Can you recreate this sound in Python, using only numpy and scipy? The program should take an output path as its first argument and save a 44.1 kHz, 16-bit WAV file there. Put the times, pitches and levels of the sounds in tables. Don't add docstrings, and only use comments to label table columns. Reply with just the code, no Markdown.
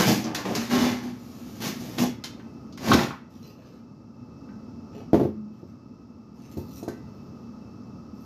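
import sys
import numpy as np
from scipy import signal
from scipy.fft import rfft, irfft
from scipy.io import wavfile
from scipy.ndimage import uniform_filter1d, minimum_filter1d

SR = 44100
rng = np.random.default_rng(int(sys.argv[2]) if len(sys.argv) > 2 else 0)


def unload_wav(signal):
    wavfile.write(
        sys.argv[1],
        SR,
        np.round(np.clip(np.atleast_2d(signal).T, -1, 1) * 32767).astype(np.int16),
    )


N = 363825
TIME = np.arange(N) / SR
FREQS = np.fft.rfftfreq(N, 1 / SR)

# (pitch [Hz], relative level [dB], t60 [s]). A t60 is the time to fade by 60 dB.
PLATE_TONES = [(907, -3, 0.4), (1065, 4.5, 0.061), (1165, 0, 0.059), (1539, -4.5, 0.18), (1770, -19.5, .35),
               (1900, -11.5, 0.3), (2170, -19.5, 0.23), (2010, -16.5, 0.8), (2570, -6.5, 0.31),
               (3510, -15.5, 0.18), (3650, -16, 0.3), (4090, -9, 0.28), (4560, -23, 0.32),
               (4996, -36.5, .2)]
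# (frequency [Hz], relative level [dB])
GRIT_SPECTRUM = [(150, -29), (330, 12.5), (480, 5), (850, 5.5), (1500, 1), (3000, -2.5), (5000, -2.5),
                 (6600, -3.5), (8200, -18.5), (10500, -15), (13600, -10.5)]


def amp(db):
    return 10 ** (np.asarray(db) / 20)


def unit_level(x):
    return x / np.sqrt(np.mean(x ** 2) + 1e-20)


def burst(x):
    return x / np.sqrt(np.sum(x ** 2) / (SR * .02))


def look_up(points, hz):
    freqs, values = np.transpose(points)
    return np.interp(np.log(hz + 1), np.log(freqs), values)


def add(mix, start, sound):
    part = mix[max(round(start * SR), 0):][:len(sound)]
    part += sound[:len(part)]


def colour(x, spectrum):
    return unit_level(irfft(rfft(x) * amp(look_up(spectrum, FREQS)), N))


def click(spectrum_db):
    log_gain = np.log(amp(np.r_[spectrum_db, spectrum_db[-2:0:-1]]))
    return np.fft.ifft(np.exp(np.conj(signal.hilbert(log_gain)))).real


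def ring(tones):
    t = TIME[:SR]
    return burst(sum((-1) ** k * amp(db - 60 * t / t60) * np.sin(2 * np.pi * hz * t)
                     for k, (hz, db, t60) in enumerate(tones)))


def wash(t60):
    t = TIME[:SR // 2]
    tail = rng.standard_normal(len(t)) * amp(-60 * t / t60)
    return tail / np.linalg.norm(tail)


def slips(per_s, spread_db):
    size = amp(spread_db * np.minimum(rng.exponential(1, N), 4))
    return unit_level(size * rng.choice([-1, 1], N) * (rng.random(N) < per_s / SR))


def excite(x, response):
    return signal.oaconvolve(x, response)[:N]


def wander(samples):
    return unit_level(uniform_filter1d(uniform_filter1d(rng.standard_normal(N), samples), samples // 2))


def stroke(start, length, swell_db, rise_s, fade_db_per_s):
    t = TIME - start
    hold_db = swell_db * (np.clip(t / length, 0, 1) - .5)
    return np.clip(t / rise_s, 0, 1) * amp(hold_db - fade_db_per_s * np.clip(t - length, 0, 1))


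def volume(powers, db):
    return np.sqrt(amp(db) ** 2 @ powers + 1e-20)


def brightness(powers, db, tilt):
    return (tilt * amp(db) ** 2) @ powers / volume(powers, db) ** 2


def sliding(x, tilt, patchy_db):
    hz, t, spectra = signal.stft(x, SR, nperseg=512)
    patches = uniform_filter1d(rng.standard_normal(spectra.shape), size=5, axis=0)
    patches = unit_level(uniform_filter1d(patches, size=9, axis=1))
    octaves = np.log2(np.maximum(hz, 400) / 2500)[:, None]
    spectra *= amp(np.interp(t, TIME, tilt) * octaves + patchy_db * patches)
    return signal.istft(spectra, SR, nperseg=512)[1][:N]


def fan(air_db=-42.5, whine_hz=2632, whine_db=-73):
    # (frequency [Hz], relative level [dB])
    air_spectrum = [(15, -73), (25, -50.5), (72, -11), (119, -5.5), (155, -9), (231, -1.5), (392, -16),
                    (892, -29.5), (991, -28.5), (1230, -27.5), (1600, -42.5), (3530, -49), (5400, -38),
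                    (8930, -65), (13500, -59.5)]
    # (pitch [Hz], width [Hz], level [dB])
    fan_tones = [(133, 60, -56), (231.3, 29, -48.5), (864, 55, -66), (1262, 120, -63.5), (5450, 110, -81)]
    out = amp(air_db) * colour(rng.standard_normal(N), air_spectrum)
    for hz, width, db in fan_tones:
        band = rfft(rng.standard_normal(N)) / (1 + (2 * (FREQS - hz) / width) ** 2)
        out += amp(db) * unit_level(irfft(band, N))
    cycles = np.cumsum(whine_hz * (1 + 0.01 * wander(samples=160))) / SR
    whine = (1 + 0.49 * wander(samples=500)) * np.sin(2 * np.pi * cycles)
    return out + amp(whine_db) * unit_level(whine)


def scrape(ring_db=-18, boom_trim_db=-2, rise_s=0.026):
    # (start [s], length [s], grit [dB], swell [dB],
    # brightness [dB/octave], bench boom [dB], plate hum [dB], fade as it coasts [dB/s])
    pushes = [(-.028, 0.082, -17.5, -19.5, 0.15, -16.5, -20, 398),
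              (0.049, 0.055, -22.5, -1, 2.1, -16, -15.5, 170),
              (0.234, 0.021, -32.5, -5.5, -5, -23, -26, 152), (0.349, 0.047, -34, 0, -1.5, -37, -40, 400),
              (0.432, 0.1, -35.5, 0.5, -1.5, -24, -27.5, 400),
              (0.537, 0.14, -33, -11.5, 0, -32.5, -29, 400), (0.691, 0.18, -25.5, -3.5, -1, -24, -18, 136),
              (1.01, 0.099, -45.5, -7.5, -0.5, -38, -28.5, 200), (1.12, 0.69, -54, 9.5, 3, -49, -41.5, 400),
              (1.598, 0.076, -31.5, 1.5, 1.4, -27, -40, 330), (1.778, .21, -46.5, -1, 2.5, -38.5, -46, 400),
              (1.97, 0.066, -31, -2, 2.5, -21.5, -17, 450),
              (2.305, .42, -68.5, -5.5, -0.5, -52, -75, 399.5),
              (2.776, 0.088, -42, 22.5, -0.3, -36.5, -58, 399),
              (2.861, 0.15, -27.5, 2.5, -0.3, -16, -40, 246)]
    # (frequency [Hz], relative level [dB])
    boom_spectrum = [(30, -50), (60, -23.5), (95, -16), (110, -6), (140, -4.5), (175, -7), (240, 1),
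                     (330, -6), (420, -9.5), (800, -15.5), (2000, -50.5)]
    _, _, grit_db, _, tilt, boom_db, hum_db, _ = np.transpose(pushes)
    powers = np.array([stroke(start, length, swell_db, rise_s, fade)
                       for start, length, _, swell_db, *_, fade in pushes]) ** 2
    ticks = slips(per_s=3000, spread_db=2.5)
    metallic = ticks + 0.14 * excite(ticks, wash(t60=0.13))
    grit = sliding(colour(metallic, GRIT_SPECTRUM), brightness(powers, grit_db, tilt), patchy_db=0)
    grit += amp(ring_db) * unit_level(excite(ticks, ring(PLATE_TONES)))
    boom = colour(slips(per_s=900, spread_db=5), boom_spectrum)
    sound = grit * volume(powers, grit_db) + boom * volume(powers, boom_db + boom_trim_db)
    return sound, volume(powers, hum_db)


def plate_hum(shaking, t60=0.33, waver=0.0095, roughness=0.16):
    # (time [s], pitch [Hz])
    pitches = [(.2, 203), (.27, 231), (.62, 232), (.74, 244), (2.1, 243), (5.1, 213)]
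    kept = np.exp(-2 * np.log(1000) / (t60 * SR))
    energy = signal.lfilter([1 - kept], [1, -kept], shaking ** 2)
    hz = np.interp(TIME, *np.transpose(pitches)) * (1 + waver * wander(samples=900))
    cycles = np.cumsum(hz) / SR
    return np.sqrt(energy) * (1 + roughness * wander(samples=900)) * np.sin(2 * np.pi * cycles)


def clinks(chatter_gain=0.34, chatter_t60=.035, wash_gain=0.56, wash_t60=0.11, swell_s=.002):
    # (time [s], level [dB], centre pitch [Hz], spread [octaves], added ring [dB])
    taps = [(0.241, -34, 5800, 0.35, -30), (.347, -24.5, 5600, 1.7, -10), (.402, -51.5, 11420, 0.71, -30),
            (.453, -30.5, 1540, 1.1, -27), (.551, -25, 6200, 1.0, -14), (1.983, -28.5, 3000, 2.1, -12),
            (2.239, -31.5, 4900, 1.6, -20), (2.395, -52.5, 1780, 1, -5), (2.725, -51.5, 5030, 0.49, -18),
            (2.775, -41.5, 3000, 2.3, -11), (2.915, -15, 1200, 0.36, -3.5), (2.919, -21, 3460, 0.27, -22),
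            (2.934, -15.5, 2900, 2.2, -20), (2.989, -19.5, 1710, 0.72, -26), (3.03, -30, 3500, 0.68, -16),
            (3.106, -29, 1082, 0.45, -11), (3.43, -61, 4200, 0.17, 6), (4.489, -58, 1513, 0.68, -4),
            (6.571, -52, 8000, 1.5, -8), (6.764, -63, 4500, 0.7, -2), (6.83, -51.5, 8600, 0.65, -11),
            (6.883, -51.5, 1570, 0.4, 5), (6.882, -47, 9500, 0.98, -11)]
    out, hz = np.zeros(N), np.linspace(0, SR / 2, 1025)
    for start, db, centre_hz, spread, ring_db in taps:
        focus_db = -8 * np.log1p((np.log2((hz + 1) / centre_hz) / spread) ** 2)
        crack = burst(click(look_up(GRIT_SPECTRUM, hz) + focus_db))
        spreading = wash(wash_t60) * (1 - np.exp(-TIME[:SR // 2] / swell_s))
        tones = [(f, tone_db + 2 * np.interp(f, hz, focus_db), t60) for f, tone_db, t60 in PLATE_TONES]
        add(out, start, amp(db) * chatter_gain * burst(signal.fftconvolve(crack, wash(chatter_t60))))
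        add(out, start, amp(db) * wash_gain * burst(signal.fftconvolve(crack, spreading)))
        add(out, start, amp(db + ring_db) * ring(tones))
    return out


def knocks(ring_db=-3, split_hz=800, rattle_db=-2, rattle_t60=0.21):
    # (time [s], level [dB], brightness [dB/octave])
    blows = [(2.935, -18, -10), (2.951, -15.5, -8), (2.976, -24, 4), (3.004, -29, -8), (3.108, -51, -13),
             (5.1317, -12, 0.5), (5.144, -10, 1), (5.167, -18.5, 0.5), (5.197, -18, 1.5),
             (5.211, -14, -1.5), (5.232, -26.5, 2.5), (5.25, -18.5, -2), (5.629, -35, -5.5),
             (6.569, -30.5, -5.5), (6.582, -29, -5.5), (6.828, -33, 0), (6.879, -27.5, 1)]
    # (pitch [Hz], relative level [dB], t60 [s])
    bench_tones = [(92.6, -8.5, 0.31), (138, -4.5, 0.35), (205, -7, 0.35), (240, -24, 0.52),
                   (256, 1.5, 0.33), (298, -9, 0.16), (356, 7, 0.2), (417.8, 3, 0.2), (512, -7, 0.22),
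                   (565, -6, 0.18), (684, -17.5, 0.067), (869, -11, 0.12), (916, -14, 0.19),
                   (1114, -17.5, 0.16)]
    # (frequency [Hz], relative level [dB])
    thud_spectrum = [(30, -48), (55, -23), (85, 0), (200, 5.5), (330, 7.5), (520, -7.5), (700, -2.5),
                     (790, -12.5), (1000, -16.5), (1400, -26), (2600, -36), (6200, -42), (8300, -55.5),
                     (13500, -46.5)]
    out, hz = np.zeros(N), np.linspace(0, SR / 2, 4097)
    lows, highs = (signal.butter(4, split_hz, kind, fs=SR, output="sos") for kind in ("low", "high"))
    bench = ring(bench_tones) * np.minimum(TIME[:SR] / 0.0028, 1)
    for start, db, tilt in blows:
        thud = burst(click(look_up(thud_spectrum, hz) + tilt * np.log2((hz + 50) / 400)))
        rattle = signal.fftconvolve(signal.sosfilt(highs, thud), wash(rattle_t60))
        add(out, start, -amp(db) * 0.88 * signal.sosfilt(lows, thud))
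        add(out, start, amp(db + rattle_db) * rattle)
        add(out, start, amp(db + ring_db) * bench)
    return out


def gloves(sing_db=-15, rise_s=0.024, fade_db_per_s=357):
    # (start [s], length [s], relative level [dB], swell [dB], brightness [dB/octave])
    rubs = [(3.29, 0.11, -58, -2, 0), (3.404, 0.1, -53, 0, -0.5), (3.56, .21, -58, 1, -3.3),
            (4.908, 0.094, -55, 1, -4), (5.51, 0.21, -64.5, 1, -2), (6.33, 0.13, -60.5, 11, 0),
            (6.49, .028, -52, -7, 3), (6.561, 0.028, -58.5, 1, 5.5), (6.638, 0.13, -62.5, 5, 4.5),
            (6.745, 0.031, -56.5, 2, 5), (6.9, 1.1, -75.5, -15, -0.5), (8.12, .13, -70.5, 6, 3.5)]
    # (frequency [Hz], relative level [dB])
    cloth_spectrum = [(150, -18), (400, 14.5), (1000, 1), (2000, -1), (3100, -1.5), (5200, 2), (6200, 2.5),
                      (8300, -15.5), (11000, -11.5), (13600, -2.5)]
    _, _, db, _, tilt = np.transpose(rubs)
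    powers = np.array([stroke(start, length, swell_db, rise_s, fade_db_per_s)
                       for start, length, _, swell_db, _ in rubs]) ** 2
    friction = slips(per_s=1600, spread_db=2.5) + 1.3 * slips(per_s=130, spread_db=0)
    high_tones = [tone for tone in PLATE_TONES if tone[0] > 1800]
    singing = unit_level(excite(friction, ring(high_tones)))
    cloth = sliding(colour(friction, cloth_spectrum), brightness(powers, db, tilt), patchy_db=4.5)
    return (cloth + amp(sing_db) * singing) * volume(powers, db)


def room(x, gap_s=.004, cycle_s=0.898, patterns=3, echoes_per_s=4000):
    # (frequency [Hz], t60 [s])
    fade_times = [(100, 0.51), (250, 0.39), (600, 0.22), (2000, 0.41), (6000, 0.28), (14000, 0.24)]
    out = np.zeros(N)
    for k in range(patterns):
        echoes = rng.choice([-1., 1.], SR) * (rng.random(SR) < echoes_per_s / SR) * (TIME[:SR] > gap_s)
        hz, t, spectra = signal.stft(echoes, SR, nperseg=256)
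        fade = amp(-60 * t / look_up(fade_times, hz)[:, None])
        tail = signal.istft(spectra * fade, SR, nperseg=256)[1]
        share = np.sqrt(2 / patterns) * np.cos(np.pi * (TIME / cycle_s + k / patterns))
        out += excite(x * share, tail / np.linalg.norm(tail))
    return out


def scene(slide_db=-3, hum_db=-1, slide_room_db=-3, clink_room_db=-4, knock_room_db=-10):
    scraping, shaking = scrape()
    landing = amp(-27) * stroke(start=5.135, length=.37, swell_db=-11, rise_s=.01, fade_db_per_s=400)
    hum = plate_hum(shaking + landing)
    slide, taps, blows = scraping + gloves(), clinks(), knocks()
    echoes = room(amp(slide_room_db) * slide + amp(clink_room_db) * taps + amp(knock_room_db) * blows)
    return (amp(slide_db) * slide + amp(hum_db) * hum + taps + blows + echoes + fan())[None]


def record(dry, ceiling_db=-5.5, hold_s=1.17, recovery_db_per_s=14, cutoff_hz=14150):
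    over_db = np.maximum(20 * np.log10(abs(dry[0]) + 1e-9) - ceiling_db, 0)
    half = int(hold_s * SR / 2)
    held_db = -minimum_filter1d(-over_db, 2 * half + 1, origin=half, mode="constant")
    recovery_db = TIME * recovery_db_per_s
    cut_db = np.maximum.accumulate(held_db + recovery_db) - recovery_db
    low_pass = signal.firwin(511, cutoff_hz, window=("kaiser", 9), fs=SR)
    return signal.oaconvolve(dry * amp(-cut_db), low_pass[None], "same")


dry = scene()
out = record(dry)
unload_wav(out)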